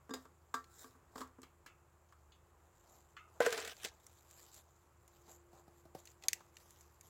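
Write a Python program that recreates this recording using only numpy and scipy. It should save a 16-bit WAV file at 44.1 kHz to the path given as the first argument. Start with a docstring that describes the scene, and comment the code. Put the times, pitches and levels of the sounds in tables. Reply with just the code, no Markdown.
"""A quiet winter wood, where someone packs up: a steel mug is worked onto the foot of a bottle.
Dull knocks, light clinks and gritty scrapes; the bottle drops and slides into a stiff pouch, hands pat
the pack, a plastic buckle snaps shut. Blows are contact noise plus decaying modes; cloth, scrapes and
slides are trains of stick-slip grains, filtered and swelling with the movement.
The trees add a faint noise tail; behind lie rumble, drone, hum and microphone hiss."""
import sys
import numpy as np
from scipy import signal
from scipy.fft import rfft, irfft, next_fast_len
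from scipy.io import wavfile

SR = 44100
rng = np.random.default_rng(int(sys.argv[2]) if len(sys.argv) > 2 else 0)


def master_out(mix):
    """Clip the mix to full scale and print it as 16-bit PCM to the path in sys.argv[1]."""
    frames = np.transpose(np.atleast_2d(mix))
    ceiling = np.clip(frames, -1, 1)
    pcm = np.round(ceiling * 32767).astype(np.int16)
    wavfile.write(sys.argv[1], SR, pcm)


N = 312655
RING = SR // 2  # samples computed per blow or echo
TIME, AGE = np.arange(N) / SR, np.arange(RING) / SR  # s

# dull spectrum of rubbed and patted material: freq_hz, density_db (relative, per Hz)
RUB_SPECTRUM = [(90, -4), (250, -5.5), (800, 6), (1400, -5), (2400, -35), (6000, -27)]


def undb(db):
    """Decibels to gain."""
    return 10 ** (np.asarray(db) / 20)


def unit(x):
    """Scale to rms 1."""
    return x / np.sqrt(np.mean(x ** 2))


def curves(table):
    """Each dB column of a curve table as a gain per sample, silent outside the table's span."""
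    s, *columns = np.transpose(table)
    return [undb(np.interp(TIME, s, c, left=-np.inf, right=-np.inf)) for c in columns]


def colour(x, spectrum):
    """Give x a spectrum of (Hz, dB) points, interpolated over log frequency; rms 1."""
    hz, db = np.transpose(spectrum)
    size = next_fast_len(len(x))
    f = np.maximum(np.fft.rfftfreq(size, 1 / SR), 1)
    gain = undb(np.interp(np.log(f), np.log(hz), db))
    return unit(irfft(rfft(x, size) * gain, size)[:len(x)])


def resonate(x, hz, width_hz):
    """One resonance, gain 1 at its centre."""
    return signal.lfilter(*signal.iirpeak(hz, hz / width_hz, fs=SR), x)


def fade(t60_s):
    """Exponential decay from the moment of a blow, 60 dB in t60_s."""
    return np.exp(-np.log(1000) * AGE / t60_s)


def walk(rate_hz):
    """Random wander with a spread near 1: straight lines between rate_hz random points per second."""
    return np.interp(TIME * rate_hz, np.arange(4096), rng.standard_normal(4096))


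def grains(rate_hz, spread_db):
    """Stick-slip clicks of uneven size and random sign, rate_hz per second on average; rms 1."""
    sizes = undb(spread_db * np.minimum(rng.exponential(size=N), 5))
    struck = rng.random(N) < rate_hz / SR
    return unit(struck * sizes * rng.choice([-1, 1], N))


def add(out, start_s, x):
    """Mix x into out from start_s."""
    i = int(start_s * SR)
    out[i:i + len(x)] += x[:N - i]


def blows(table, modes, contact, contact_t60_s, tail_db, tail_t60_s, rise_s, detune, focus_db, top_db,
          spot_db=0, count=1):
    """Each blow is contact noise with a weak tail plus the object's modes, balanced band by band."""
    # bass, middle, treble and very top of a blow: from_hz, to_hz
    bands_hz = [(120, 600), (600, 2200), (2200, 5500), (5500, 16000)]
    out = np.zeros(N)
    filters = [signal.butter(3, band, "bandpass", fs=SR, output="sos") for band in bands_hz]
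    modes = np.repeat(modes, count, axis=0)  # each mode splits into count close partials
    hz = modes[:, :1]
    decays = np.array([(-1) ** k * undb(db) * fade(t60_s) for k, (_, db, t60_s) in enumerate(modes)])
    head = SR // 100  # levels are set on the first 10 ms
    for start_s, level_db, bass_db, treble_db, ring_db, spot_hz in table:
        # the grip shifts the modes a little; those an octave from the spot's pitch are focus_db weaker
        shifted_hz = hz * (1 + detune * rng.standard_normal(hz.shape))
        focus = undb(-focus_db * abs(np.log2(hz[:, 0] / spot_hz)))
        ring = focus @ (decays * np.sin(2 * np.pi * shifted_hz * AGE))
        noise_decay = fade(contact_t60_s) + undb(tail_db) * fade(tail_t60_s)
        burst = colour(rng.standard_normal(RING), contact) * noise_decay
        hit = undb(ring_db) * ring / ring[:head].std() + burst / burst[:head].std()
        hit = hit * (1 - np.exp(-AGE / rise_s))
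        # each row sets its own bass and treble over the middle; the material sets the very top
        balance_db = (bass_db, 0, treble_db, treble_db + top_db)
        for sos, (lo_hz, hi_hz), db in zip(filters, bands_hz, balance_db):
            part = signal.sosfilt(sos, hit)
            favour_db = spot_db * (lo_hz <= spot_hz < hi_hz)  # the spot's own band
            add(out, start_s, part * undb(level_db + db + favour_db) / part[:head].std())
    return out


def alike(table, bass_db, treble_db, ring_db):
    """Light blows that share one balance and differ only in time, level and pitch."""
    return [(s, db, bass_db, treble_db, ring_db, spot_hz) for s, db, spot_hz in table]


def crinkle(spectrum, rate_hz, spread_db, surge_db, flicker_db):
    """Friction: grains come in surges, and wandering resonances favour now one pitch, now another."""
    slips = grains(rate_hz, spread_db) * undb(surge_db * walk(rate_hz=120))
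    folds = 0
    for k, hz in enumerate(np.geomspace(400, 15000, 17)):
        flicker = undb(flicker_db * walk(rate_hz=38))
        folds = folds + (-1) ** k * resonate(slips, hz, hz / 6) * flicker
    return colour(folds, spectrum)


def strokes(table):
    """Gains of surface hiss and body rub: each stroke swells and dies away with the speed of the hand."""
    rise = 0.55  # share of the length spent speeding up
    edge_db, curve = 11.5, 1.16  # drop at either end, roundness of the peak
    surface, body = 0, 0
    for peak_s, length_s, surface_db, body_db in table:
        away = np.maximum((peak_s - TIME) / rise, (TIME - peak_s) / (1 - rise)) / length_s
        speed = undb(-edge_db * np.minimum(away, 10) ** curve)
        surface = np.hypot(surface, undb(surface_db) * speed)
        body = np.hypot(body, undb(body_db) * speed)
    return surface, body


def background():
    """Distant rumble, a low drone and a hum that waver in pitch and level, and steady microphone hiss."""
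    # rumble: freq_hz, density_db (relative, per Hz)
    wood_spectrum = [(20, -34), (48, -5), (64, -6), (100, -4), (150, -7.5), (230, -19), (420, -13.5),
                     (700, -18), (1100, -13.5), (1600, -21), (2600, -29.5), (8000, -64)]
    # microphone hiss: freq_hz, density_db (relative, per Hz)
    hiss_spectrum = [(500, -3), (3000, -3), (5600, -3), (6400, 1), (7000, 7), (7700, 7), (8400, -2),
                     (12000, -2), (15500, -3), (18000, -20)]
    # faint far-off hum: time_s, level_db (before the trim and wander below)
    hum_levels = [(0, -85.5), (.8, -78), (3, -82), (4.6, -83), (5.4, -73.5), (6.3, -73.5), (7.09, -78)]
    air = colour(rng.standard_normal(N), wood_spectrum) * undb(-71.0 + 0.77 * walk(rate_hz=2.8))
    hiss = colour(rng.standard_normal(N), hiss_spectrum) * undb(-82.5)
    drone_gain = undb(-72.5 + 2.5 * walk(rate_hz=12))
    drone_hz = 77 + 3 * walk(rate_hz=13)
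    drone = drone_gain * np.sin(2 * np.pi * np.cumsum(drone_hz) / SR)
    hum_gain = curves(hum_levels)[0] * undb(-0.5 + 1.7 * walk(rate_hz=3.6))
    hum_hz = 348 + 0.96 * walk(rate_hz=7.0)
    hum = hum_gain * np.sin(2 * np.pi * np.cumsum(hum_hz) / SR)
    return air + hiss + np.sqrt(2) * (drone + hum)  # sqrt 2: sine levels are rms


def trees(x, wet_db, t60_s, build_up_s):
    """Trunks scatter a faint, dull tail back: convolution with decaying coloured noise."""
    echo = colour(rng.standard_normal(RING), [(100, -34.5), (1200, 8.0), (4000, 2), (16000, -18)])
    echo = echo * fade(t60_s) * (1 - np.exp(-AGE / build_up_s))
    return undb(wet_db) * signal.fftconvolve(x, echo / np.linalg.norm(echo))[:N]


def pack():
    """Soft pats on the padding; cloth swishes in fine uneven grains over a duller rub."""
    # hands on the padded pack: start_s, level_db, pitch_hz
    pat_events = [(5.278, -67.5, 308), (5.3028, -68.5, 600), (5.53, -64.5, 500), (5.678, -63.5, 604),
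                  (5.8521, -63.5, 390), (5.948, -50, 587)]
    # modes of the pack: freq_hz, level_db (relative), t60_s
    pack_modes = [(149, 7, 0.034), (341, 4, .03), (524, 0.5, 0.017), (712, 9, 0.037)]
    # sleeves, straps and fingers over cloth: peak_s, length_s, swish_db, rub_db
    cloth_strokes = [(2.93, 0.47, -72, -71.5), (3.363, 0.22, -76, -67.5), (3.78, 0.088, -64, -69),
                     (3.944, 0.18, -78, -74), (4.138, 0.39, -69, -85), (4.409, 0.26, -62, -69),
                     (4.573, 0.09, -58.5, -73), (4.8, 0.45, -78.5, -99), (5.174, 0.2, -72.5, -78),
                     (5.316, 0.11, -62, -64.5), (5.579, .12, -69, -66), (5.78, 0.2, -75, -82),
                     (5.992, 0.047, -61.5, -87), (6.097, 0.12, -64.5, -86), (6.253, 0.057, -65, -59),
                     (6.373, 0.21, -70, -69), (6.614, 0.046, -60, -86), (6.744, 0.54, -68.5, -89),
                     (7.07, 0.088, -68, -82)]
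    # cloth surface: freq_hz, density_db (relative, per Hz)
    swish_spectrum = [(1000, -7), (2200, -7.5), (4200, -4.5), (5800, -5.5), (7300, 6.5), (8500, -13.5),
                      (12000, -4), (15500, -15), (18000, -21)]
    pats = blows(alike(pat_events, bass_db=2.0, treble_db=-12, ring_db=7.5), pack_modes, RUB_SPECTRUM,
                 contact_t60_s=0.028, tail_db=-8.5, tail_t60_s=0.22, rise_s=0.0014,
                 detune=0.076, focus_db=5.0, top_db=-2.0)
    swish, rub = strokes(cloth_strokes)
    # the jacket never lies quite still
    swish, rub = np.hypot(swish, undb(-86.5)), np.hypot(rub, undb(-80.5))
    threads = crinkle(swish_spectrum, rate_hz=3500, spread_db=3.6, surge_db=1.8, flicker_db=2.5)
    padding = grains(rate_hz=1600, spread_db=-2.5) * undb(3.1 * walk(rate_hz=38))
    return pats + swish * threads + rub * colour(padding, RUB_SPECTRUM)


def buckle():
    """Hard plastic: two prongs spring home one after the other; small bright ticks share its modes."""
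    # the two prongs: start_s, level_db, bass_db, treble_db (both over level), ring_db (over noise), pitch_hz
    snap_events = [(6.2836, -47.5, -8.5, 16, 0.5, 6400), (6.331, -52, -14, 13.5, -11, 2150)]
    # small bright ticks, some from straps and fittings, one (1.418 s) from the mug scraping:
    # start_s, level_db, pitch_hz
    tick_events = [(.642, -78.5, 5040), (1.274, -87, 7400), (1.418, -78, 7100), (3.767, -75.5, 4500),
                   (4.0662, -72.5, 7400), (4.3101, -75, 7400), (4.543, -74, 7400), (5.078, -79.5, 7100),
                   (6.0541, -75, 6500), (6.073, -72, 4370), (6.224, -76, 2500), (6.2372, -67, 2500),
                   (6.5684, -70, 2500), (6.7061, -77, 7400), (6.8084, -77.5, 6500), (7.0098, -73.5, 7400)]
    # modes of the plastic: freq_hz, level_db (relative), t60_s
    buckle_modes = [(1934, -11, 0.037), (2615, -10.5, 0.018), (3600, -18.5, 0.045), (4320, -5.5, 0.016),
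                    (4770, -24.5, 0.032), (6524, 3, 0.015), (7800, -7.5, 0.0098), (8780, -9.5, 0.025),
                    (10200, 3, 0.0096), (14100, -23, 0.027)]
    # contact noise: freq_hz, density_db (relative, per Hz)
    plastic_contact = [(150, -44), (1200, -10), (2100, -0.5), (3300, -10), (5500, -5.5), (7300, 1.5),
                       (9000, -9), (16000, -9.5)]
    snaps = blows(snap_events, buckle_modes, plastic_contact,
                  contact_t60_s=0.014, tail_db=-26, tail_t60_s=0.12, rise_s=.0001,
                  detune=0.0098, focus_db=10, top_db=1.0)
    ticks = blows(alike(tick_events, bass_db=-18.5, treble_db=6, ring_db=-1.5), buckle_modes, plastic_contact,
                  contact_t60_s=.018, tail_db=-15, tail_t60_s=.08, rise_s=.0002,
                  detune=.04, focus_db=8, top_db=1.0, spot_db=6.5)
    return snaps + ticks


def shoves():
    """Gains of rasp and bottle resonance: each shove builds up, sags while it lasts and stops."""
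    # start_s, attack_s, hold_s, release_s, rasp_db (fabric), body_db (bottle resonance)
    shove_events = [(3.403, 0.018, 0.041, 0.15, -56, -39.5), (3.472, 0.059, 0.19, 0.032, -49, -42.5),
                    (3.782, 0.072, 0.0035, 0.05, -42, -49)]
    range_db = 27.5  # rise over the attack, fall over the release
    # the pouch grips the bottle and damps its body sooner than the rasp
    rasp_sag_db_per_s, body_sag_db_per_s = 24, 68
    rasp, hollow = 0, 0
    for start_s, attack_s, hold_s, release_s, rasp_db, body_db in shove_events:
        age_s = TIME - start_s - attack_s
        before, after = np.maximum(-age_s / attack_s, 0), np.maximum((age_s - hold_s) / release_s, 0)
        gate_db = -range_db * (before + after)
        held_s = np.maximum(age_s, 0)
        rasp = rasp + undb(rasp_db + gate_db - rasp_sag_db_per_s * held_s)
        hollow = hollow + undb(body_db + gate_db - body_sag_db_per_s * held_s)
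    return rasp, hollow


def bottle():
    """The bottle knocks into the pouch and slips down in jerks that rasp the weave and ring its hollow body."""
    # bumps, and the last jerk of the slide:
    # start_s, level_db, bass_db, treble_db (both over level), ring_db (over noise), pitch_hz
    thud_events = [(3.403, -29.5, 3.5, -14.5, -0.5, 600), (3.413, -35, -7, -27, -9, 795),
                   (3.462, -32, 0.5, -7.5, -7, 486), (3.504, -51.5, -11, 2, -9, 1800),
                   (3.5255, -42, -10, 1, -17, 1500), (3.576, -46, -11, -1, 3, 600),
                   (3.648, -55, -3, 6, -5, 2400), (3.675, -57, 2, 9.5, 3, 3000),
                   (3.847, -58.5, 9.5, 17, -11, 4340)]
    # modes of the struck bottle: freq_hz, level_db (relative), t60_s
    bottle_modes = [(447, -11.5, 0.11), (482.4, 0, 0.13), (445, -4.5, 0.017), (549, 5.5, 0.03),
                    (760, 2.5, 0.022), (1010, -10.5, 0.22), (1335, -5.5, 0.086), (1510, 6, 0.06),
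                    (1610, -4, 0.25), (1910, -10, 0.11), (1900, -20, 0.085), (3430, -19, 0.098),
                    (5000, -30, .04)]
    # contact noise: freq_hz, density_db (relative, per Hz)
    pouch_contact = [(100, -65), (280, -10), (420, 0), (620, -1.5), (1100, -10), (1700, -3.5), (2600, -8),
                     (5500, -11), (7500, 2.5), (9000, -7.5), (16000, -9)]
    # resonances of the bottle rubbing along the pouch: freq_hz, width_hz, level_db (relative)
    rubbed_modes = [(459, 18, 4.5), (685, 190, -6), (1195, 58, -13.5), (1560, 1350, -12), (1770, 120, -17),
                    (2020, 120, -55)]
    # rasp of the weave: freq_hz, density_db (relative, per Hz)
    rasp_spectrum = [(300, -14), (1500, -3), (2600, 0), (4500, -1), (6000, -3), (7500, 0), (8800, -8),
                     (12000, -12), (15000, -15), (18000, -30)]
    thuds = blows(thud_events, bottle_modes, pouch_contact,
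                  contact_t60_s=.034, tail_db=-23, tail_t60_s=.15, rise_s=.0006,
                  detune=.008, focus_db=6, top_db=-5)
    rasp, hollow = shoves()
    slips = grains(rate_hz=3000, spread_db=1.0) * undb(2.5 * walk(rate_hz=93))
    body = unit(sum(undb(db) * resonate(slips, hz, width_hz) for hz, width_hz, db in rubbed_modes))
    weave = crinkle(rasp_spectrum, rate_hz=1400, spread_db=3.5, surge_db=3, flicker_db=4.5)
    return thuds + rasp * weave + hollow * body


def scraping():
    """Steel slides on steel with a gritty hiss and a dull rub as the mug is worked on."""
    # the mug's wall along the bottle: peak_s, length_s, hiss_db, rub_db
    scrape_strokes = [(.23, 0.091, -72, -72), (.825, 0.18, -60, -70), (1.195, 0.078, -61, -55.5)]
    # steel hiss: freq_hz, density_db (relative, per Hz)
    scrape_spectrum = [(880, -31), (1500, -0.5), (2740, -22), (3840, -5.5), (4590, -11.5), (5280, -3.5),
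                       (6060, -10.5), (7320, -0.5), (8240, -10.5), (16000, -12)]
    hiss, rub = strokes(scrape_strokes)
    grit = crinkle(scrape_spectrum, rate_hz=5000, spread_db=2.5, surge_db=1.6, flicker_db=2.5)
    return hiss * grit + rub * colour(grains(rate_hz=1800, spread_db=3.5), RUB_SPECTRUM)


def mug():
    """Hand-damped knocks of the steel wall; the rim's lighter clinks ring in rough clusters of close partials."""
    # mug on bottle: start_s, level_db, bass_db, treble_db (both over level), ring_db (over noise), pitch_hz
    knock_events = [(.093, -53.5, 2.5, -13, 0, 900), (.1067, -50.5, 6.5, -2.5, 28, 280),
                    (.1367, -45, 0.5, 1.5, -5, 4460), (.165, -54, -1, -19, -6, 1200),
                    (.2529, -57.5, -4, -15, -10.5, 1000), (.5405, -34, -14.5, -11.5, -0.5, 1060),
                    (.5478, -47, -26, -3, 16, 1080), (.8421, -54.5, -4.5, -10.5, -2.5, 500),
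                    (.9488, -66, -1, -26, -2, 500), (1.156, -46, -2, -12.5, -12, 900),
                    (1.1785, -51.5, -4, -5, -16, 395), (1.2055, -49, -1.5, -6.5, -17, 348),
                    (1.2142, -44.5, -17, -12, -7.5, 1200), (1.384, -63, 6.5, -25, -12, 300),
                    (6.4045, -59, -3.5, -9.5, -24, 1500)]
    # rim and handle on metal: start_s, level_db, bass_db, treble_db, ring_db, pitch_hz
    clink_events = [(1.4305, -57, -2.5, -1, -9, 2000), (1.661, -56, -9, 0, 0, 1950),
                    (1.677, -70, -9, 3, 4, 1900), (2.087, -82.5, -10, 6, 15, 5200),
                    (2.123, -62, -30, -11, -10, 900), (2.319, -82, -10, 23.5, 12, 3200),
                    (3.166, -52, -28, -4.5, 9.5, 2450)]
    # modes of the wall: freq_hz, level_db (relative), t60_s
    wall_modes = [(259.5, 0.5, 0.22), (359, -16, 0.21), (441.3, -6, 0.2), (507, -21.5, 0.36),
                  (700, -12, 0.16), (957, 12.5, 0.02), (1018, 7, 0.05), (1156.5, 7.5, 0.2),
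                  (1330, -4, 0.19), (1353, -11, 0.48), (1610, 5, 0.11), (1617, -6, 0.13), (1836, -14, 0.24),
                  (2830, -27, 0.11), (3560, 4.5, 0.028), (3770, -9.5, 0.13), (4880, -18, 0.098),
                  (4970, -18.5, 0.099), (6830, -17, 0.057)]
    # modes of the rim: freq_hz, level_db (relative), t60_s
    rim_modes = [(274, -20, 0.22), (980, -19, 0.23), (1293, 9, 0.38), (1533, -15, 0.33), (1680, 5, 0.1),
                 (2147, -1, 0.21), (2687, -0.5, 0.36), (3170, 13, 0.15), (3340, 6, 0.21), (4130, -1, 0.12),
                 (5010, -13.5, 0.17), (6600, -10, 0.21), (7250, -16, 0.089)]
    # contact noise: freq_hz, density_db (relative, per Hz)
    steel_contact = [(100, -41), (280, -1.5), (700, -8.5), (1100, 17.5), (1600, 5), (2500, -12.5),
                     (3400, 0), (6000, -23.5), (7600, -17.5), (8600, -31), (16000, -29.5)]
    knocks = blows(knock_events, wall_modes, steel_contact,
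                   contact_t60_s=.03, tail_db=-11.5, tail_t60_s=0.21, rise_s=.0008,
                   detune=0.0037, focus_db=5, top_db=0.2)
    clinks = blows(clink_events, rim_modes, steel_contact,
                   contact_t60_s=.045, tail_db=-14, tail_t60_s=.22, rise_s=.0005,
                   detune=.06, focus_db=12, top_db=-0.5, count=14)
    return knocks + clinks


def scene():
    """All the handling, its tail among the trees and the background."""
    near = mug() + scraping() + bottle() + buckle() + pack()
    tail = trees(near, wet_db=-29.0, t60_s=0.34, build_up_s=0.0086)
    return (near + tail + background())[None]


def record(dry):
    """The recorder cuts the top steeply above 16.2 kHz with an elliptic low-pass."""
    return signal.sosfilt(signal.ellip(10, .2, 70, 16200, fs=SR, output="sos"), dry)


dry = scene()
out = record(dry)
master_out(out)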